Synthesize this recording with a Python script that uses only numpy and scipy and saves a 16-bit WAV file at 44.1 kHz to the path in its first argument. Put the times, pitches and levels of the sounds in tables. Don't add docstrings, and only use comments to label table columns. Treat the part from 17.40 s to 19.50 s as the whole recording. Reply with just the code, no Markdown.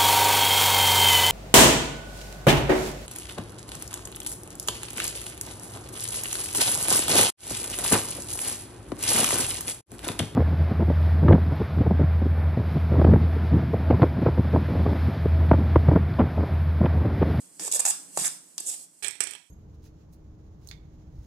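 import sys
import numpy as np
from scipy import signal
from scipy.fft import rfft, irfft
from scipy.io import wavfile
from scipy.ndimage import uniform_filter1d

SR = 44100
rng = np.random.default_rng(int(sys.argv[2]) if len(sys.argv) > 2 else 0)


def put_to_file(sound):
    columns = np.atleast_2d(sound).T
    safe = np.clip(columns, -1, 1)
    whole_steps = np.round(safe * 32767)
    wavfile.write(sys.argv[1], SR, whole_steps.astype(np.int16))


N = 92610

# start in seconds, rise in seconds, length in seconds, grit level in dB,
# pan body level in dB, rasp level in dB, hollow level in dB, hollow pitch in Hz, brightest grit in Hz.
BLADE_PUSHES = [(0.191, 0.008, 0.034, -34, -47.5, -44, -43.5, 278, 8300),
                (0.225, 0.0083, 0.057, -29.5, -47.5, -42, -44.5, 500, 8100),
                (0.3135, 0.00089, 0.011, -22.5, -48, -31.5, -39, 546, 6900),
                (0.33, 0.0069, 0.04, -19, -39, -34, -35.5, 620, 9000),
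                (0.393, 0.0018, 0.013, -17, -36.5, -44.5, -32.5, 694, 8200),
                (0.45, 0.0017, 0.016, -16.5, -32, -30, -39, 815, 7400),
                (0.47, 0.0026, 0.039, -20.5, -40, -38.5, -47, 900, 7900),
                (.757, 0.02, .022, -23.5, -51, -47, -81, 400, 8400),
                (0.783, 0.0046, 0.044, -25.5, -44, -34, -43.5, 202, 8600),
                (0.821, 0.023, 0.052, -21, -47.5, -51, -32, 1690, 9200),
                (1.1994, 0.00068, .008, -28, -58, -56, -46.5, 338, 8200),
                (1.248, 0.024, 0.052, -26.5, -76, -43, -49.5, 560, 8700),
                (1.277, 0.018, 0.072, -31, -55, -45.5, -52, 2800, 8800)]
PUSH_GRIT, PUSH_BODY, PUSH_RASP, PUSH_HOLLOW = 3, 4, 5, 6

# start in seconds, click level in dB, knock level in dB,
# thud level in dB, rasp level in dB.
BLADE_KNOCKS = [(.196, -36.5, -38, -47, -34.5), (.279, -36, -58, -39, -50), (.324, -18, -51, -54, -24),
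                (.347, -19, -68, -67, -40), (.394, -23, -37, -41.5, -47), (.402, -31, -32.5, -51, -27),
                (.452, -25, -26, -53, -34), (.485, -20, -57, -79, -44), (.507, -29, -90, -72, -26),
                (.774, -23.5, -30, -24.5, -26), (.846, -37, -34.5, -76, -22), (.861, -32, -41, -73, -28),
                (.879, -22.5, -42.5, -86, -37), (1.18, -27, -43, -46, -27), (1.205, -30, -51, -81, -54)]
KNOCK_CLICK, KNOCK_BODY, KNOCK_THUD, KNOCK_RASP = 1, 2, 3, 4

# start in seconds, click level in dB, clank level in dB.
WALL_TAPS = [(1.645, -26, -27.5), (1.673, -38, -54), (1.682, -25, -31.5), (1.708, -31, -46.5),
             (1.754, -44.5, -47), (1.805, -16, -24), (1.838, -26.5, -44), (1.871, -32, -35.5),
             (1.909, -31, -43.5), (1.935, -40, -40.5), (1.951, -40, -40)]
TAP_CLICK, TAP_CLANK = 1, 2

# start in seconds, rise in seconds, length in seconds,
# grit level in dB, pan body level in dB.
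WALL_DRAGS = [(1.624, 0.001, 0.049, -34, -38.5), (1.808, .003, 0.029, -38, -42),
              (1.84, 0.0044, 0.091, -49.5, -50)]
DRAG_GRIT, DRAG_BODY = 3, 4

# time in seconds, level in dB.
HISS_LEVEL = [(0, -47.5), (.09, -56), (.19, -52.5), (.3, -41.5), (.52, -39.5), (.6, -49), (0.721, -51),
              (0.781, -35.5), (.93, -44), (1.0, -56.5), (1.17, -53.5), (1.24, -41.5), (1.431, -44.5),
              (1.48, -60.5), (1.611, -56.5), (1.64, -66)]
# time in seconds, level in dB.
DRONE_LEVEL = [(0, -62.5), (.45, -64.5), (.65, -58.5), (1.1, -65), (1.55, -68.5), (1.8, -64), (2.1, -75)]

# frequency in Hz, relative level in dB.
GRIT_COLOUR = [(200, -77), (1500, -27.5), (3000, -32), (4200, -29), (5200, -28), (6200, -4), (7300, -0.5),
               (8200, 2), (9300, 0), (10500, -6), (12000, -12.5), (14500, -26)]
RASP_COLOUR = [(200, -44), (600, -25), (1000, -36), (2000, -26), (2500, -16), (3000, -11.5), (3500, -2.5),
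               (4200, -6), (5000, 0.5), (6200, -1.5), (7500, -0.5), (14000, -20.5)]
BODY_COLOUR = [(60, -30), (270, -45), (450, -8), (700, -3), (1100, 4), (1400, -1.5), (1700, -3), (2300, -1),
               (3500, -9), (6000, -11)]
THUD_COLOUR = [(40, -43.5), (90, -29), (150, -4.5), (300, -7), (550, 2.5), (820, 4.5), (1150, 0),
               (1600, -13.5), (3000, -36), (8000, -88)]
CLICK_COLOUR = [(2000, -26), (4600, -22.5), (5500, -2.5), (6300, -11), (7200, -3.5), (7900, 2.5),
                (9000, -1), (10000, -13.5), (12000, -14), (14500, -47)]
CLANK_COLOUR = [(40, -26), (100, -10.5), (170, -12.5), (380, -5), (560, -12), (800, -8.5), (1150, -9.5),
                (1400, -9), (1750, -3.5), (2450, 2.5), (2900, -6.5), (3400, -3), (4600, -8.5),
                (8000, -44.5)]
SIZZLE_COLOUR = [(60, -23), (300, -12), (700, -14), (1000, -28), (1500, -33), (2000, -21.5), (2800, -21),
                 (4000, -13), (6000, -8.5), (8000, 3.5), (9500, -4), (11500, -11.5), (14500, -18)]
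DRONE_COLOUR = [(25, -25), (60, -17), (110, -11), (145, -8), (178, 8.5), (215, -7.5), (280, 5.5),
                (400, -5.5), (800, -10), (2000, -15), (8000, -32)]

# frequency in Hz, level before colouring in dB, 60 dB decay time in seconds.
PAN_MODES = [(145.3, -4, 0.43), (371, -7, 0.21), (811, -11.5, 0.22), (1684, 2, 0.39), (2420, 3.5, 0.22),
             (2540, 0, 0.21), (2762, 10, 0.21), (3380, 3.5, 0.26), (5700, -4.5, 0.52), (5860, -6.5, 0.23),
             (7170, 4, 0.092), (7742, -2, 0.085), (7730, 0, 0.12), (9400, 2, .1)]

# frequency in Hz, left minus right in dB.
STIRRING_BALANCE = [(200, 5), (700, 4), (1500, 0.5), (2400, -10), (3500, -0.5), (5000, 0), (6500, 5),
                    (7400, 7.5), (8200, -5), (9300, -15), (11500, -1.5), (14000, -7.5)]
WALL_BALANCE = [(100, -17), (1000, -26.5), (2500, -30), (5500, -20.5), (8000, -65), (12000, -31)]

RELEASE_S, SLIPS_PER_S = 0.0021, 2200
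KNOCK_CHATTER_S, TAP_CHATTER_S = 0.00064, 0.0022
HOLLOW_Q = 1.46
BLADE_Q, BLADE_SHARE = 3.6, 0.56
ROOM_T60_S, WIDE_HZ = 0.4, 2200
LEFT_FADES_S, LEFT_FADE_DB_PER_S = 1.56, 79
TOP_HZ = 14700


def stirring():
    judder = undb(1.3 * walk(350))
    slips = grains(SLIPS_PER_S, scatter_db=6.5) * judder
    crumbs = spread(4000, scatter_db=5, shared=.45) * judder

    grit = response(GRIT_COLOUR, crack_t60=0.0052, direct_db=-4, ring_db=-12, room_db=-8.5)
    rasp = response(RASP_COLOUR, crack_t60=0.037, direct_db=-7, ring_db=-18.5, room_db=-2)
    body = response(BODY_COLOUR, crack_t60=0.021, direct_db=-2, ring_db=-11.5, room_db=-5)
    thud = response(THUD_COLOUR, crack_t60=0.044, direct_db=4.5, ring_db=-12.5, room_db=-1)
    bowl_colour = [(100, -2.1), (2000, -4.8), (15000, 0.98)]  # Hz, dB
    bowl = response(bowl_colour, crack_t60=0.072, direct_db=2.5, ring_db=-35, room_db=-2.5)

    grit_force = squeeze(crumbs) + blows(BLADE_KNOCKS, KNOCK_CLICK, KNOCK_CHATTER_S)
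    body_force = grind(BLADE_PUSHES, PUSH_BODY, slips) + blows(BLADE_KNOCKS, KNOCK_BODY)
    rasp_force = grind(BLADE_PUSHES, PUSH_RASP, crumbs) + blows(BLADE_KNOCKS, KNOCK_RASP, KNOCK_CHATTER_S)
    thud_force = blows(BLADE_KNOCKS, KNOCK_THUD)

    mix = sound(grit_force, grit) + sound(body_force, body) + sound(rasp_force, rasp)
    mix = mix + sound(thud_force, thud) + sound(hollow(slips), bowl)
    return place(mix, STIRRING_BALANCE)


def squeeze(crumbs):
    force = 0
    for push in BLADE_PUSHES:
        b, a = signal.iirpeak(push[-1], BLADE_Q, fs=SR)
        favoured = signal.lfilter(b, a, crumbs)
        mixed = BLADE_SHARE * favoured + (1 - BLADE_SHARE) * crumbs
        force = force + grind([push], PUSH_GRIT, mixed)
    return force


def hollow(slips):
    force = 0
    for push in BLADE_PUSHES:
        b, a = signal.iirpeak(push[-2], HOLLOW_Q, fs=SR)
        once = signal.lfilter(b, a, slips)
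        twice = signal.lfilter(b, a, once)
        force = force + grind([push], PUSH_HOLLOW, unit(twice))
    return force


def tapping():
    slips = grains(1800, scatter_db=3)
    click = response(CLICK_COLOUR, crack_t60=0.034, direct_db=-0.5, ring_db=-16, room_db=-6.5)
    clank = response(CLANK_COLOUR, crack_t60=0.03, direct_db=-1.5, ring_db=-21, room_db=-0.5)
    treble = grind(WALL_DRAGS, DRAG_GRIT, slips) + blows(WALL_TAPS, TAP_CLICK, TAP_CHATTER_S)
    middle = grind(WALL_DRAGS, DRAG_BODY, slips) + blows(WALL_TAPS, TAP_CLANK, TAP_CHATTER_S)
    return place(sound(treble, click) + sound(middle, clank), WALL_BALANCE)


def hiss():
    t = np.arange(N) / SR
    level = undb(np.interp(t, *np.array(HISS_LEVEL).T) + 0.67 * walk(38.54))
    fine_grains = spread(7000, scatter_db=3, shared=.3)
    sizzle = response(SIZZLE_COLOUR, crack_t60=0.01, direct_db=4.5, ring_db=-12, room_db=-7.5)
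    balance = [(1000, 3), (6500, 1.5), (9300, -7), (13000, -1.5)]  # Hz, left minus right dB
    return place(sound(level * fine_grains, sizzle), balance)


def kitchen():
    t = np.arange(N) / SR
    left_db = -LEFT_FADE_DB_PER_S * np.maximum(t - LEFT_FADES_S, 0)
    level_db = np.interp(t, *np.array(DRONE_LEVEL).T) + np.array([left_db, 0 * t])
    return unit(colour(air(), DRONE_COLOUR)) * undb(level_db)


def grind(rows, column, slips):
    t = np.arange(N) / SR
    envelope = 0
    for row in rows:
        start, rise, length = row[:3]
        build_up = np.clip((t - start) / rise, 0, 1)
        let_go = np.exp(-np.maximum(t - start - length, 0) / RELEASE_S)
        envelope = envelope + undb(row[column]) * build_up * let_go
    return slips * envelope


def blows(rows, column, chatter_s=0):
    force, t = np.zeros(N), np.arange(512) / SR
    decay = np.exp(-t / max(chatter_s, 1e-7))
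    shapes = rng.standard_normal((len(rows), len(t))) * decay
    for row, shape in zip(rows, shapes):
        start = int(row[0] * SR)
        strength = undb(row[column]) * np.sqrt(.004 * SR)
        force[start:start + len(t)] += strength * shape / np.linalg.norm(shape)
    return force


def grains(rate, scatter_db):
    hits = rng.random(N) < rate / SR
    signs = rng.choice([-1, 1], N)
    sizes = undb(scatter_db * np.clip(rng.standard_normal(N), -2, 2))
    return unit(hits * signs * sizes)


def spread(rate, scatter_db, shared):
    both = grains(rate, scatter_db)
    own = np.array([grains(rate, scatter_db) for _ in range(2)])
    return np.sqrt(shared) * both + np.sqrt(1 - shared) * own


def response(spectrum, crack_t60, direct_db, ring_db, room_db):
    t = np.arange(N) / SR

    def fade(t60):
        return undb(-60 * t / t60)

    ring = 0
    for hz, db, t60 in PAN_MODES:
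        phase = rng.random((2, 1)) * min(hz / WIDE_HZ, 1)
        ring = ring + undb(db) * fade(t60) * np.sin(2 * np.pi * (hz * t + phase))
    crack = unit(air() * fade(crack_t60))
    pulse = undb(direct_db) * unit(1. * (t == 0))
    room = undb(room_db) * unit(air() * fade(ROOM_T60_S))
    contact = unit(colour(crack + pulse + room, spectrum))
    contact = contact + undb(ring_db) * unit(colour(ring, spectrum))
    return unit(contact) / np.sqrt(N)


def sound(force, contact):
    return signal.fftconvolve(np.atleast_2d(force), contact, axes=1)[:, :N]


def place(x, balance):
    hz, db = np.array(balance, float).T
    right = 10 * np.log10(2 / (1 + undb(db) ** 2))
    return np.array([colour(x[0], np.c_[hz, right + db]), colour(x[1], np.c_[hz, right])])


def colour(x, points):
    size = 2 * N
    hz, db = np.array(points, float).T
    bins_hz = np.arange(N + 1) * SR / size
    gain = undb(np.interp(np.log(bins_hz + 1), np.log(hz), db))
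    cepstrum = irfft(np.log(gain))
    cepstrum[1:N] *= 2
    cepstrum[N + 1:] = 0
    return irfft(rfft(x, size) * np.exp(rfft(cepstrum)))[..., :N]


def air():
    mid, side = rng.standard_normal((2, N))
    side = colour(side, [(60, -3), (600, -8), (WIDE_HZ, -2), (6000, 0)])
    return unit(np.array([mid + side, mid - side]))


def walk(rate):
    k = max(int(SR / rate), 2)
    steps = np.repeat(rng.uniform(-1, 1, N // k + 1), k)
    return unit(uniform_filter1d(steps, k)[:N])


def undb(db):
    return 10 ** (np.asarray(db) / 20)


def unit(x):
    return x / np.sqrt(np.mean(x ** 2))


def scene():
    return stirring() + tapping() + hiss() + kitchen()


def record(dry):
    ceiling = 0.49
    rounded = ceiling * np.tanh(dry / ceiling)
    low_pass = signal.ellip(10, .2, 75, TOP_HZ, fs=SR, output="sos")
    return signal.sosfilt(low_pass, rounded)


dry = scene()
out = record(dry)
put_to_file(out)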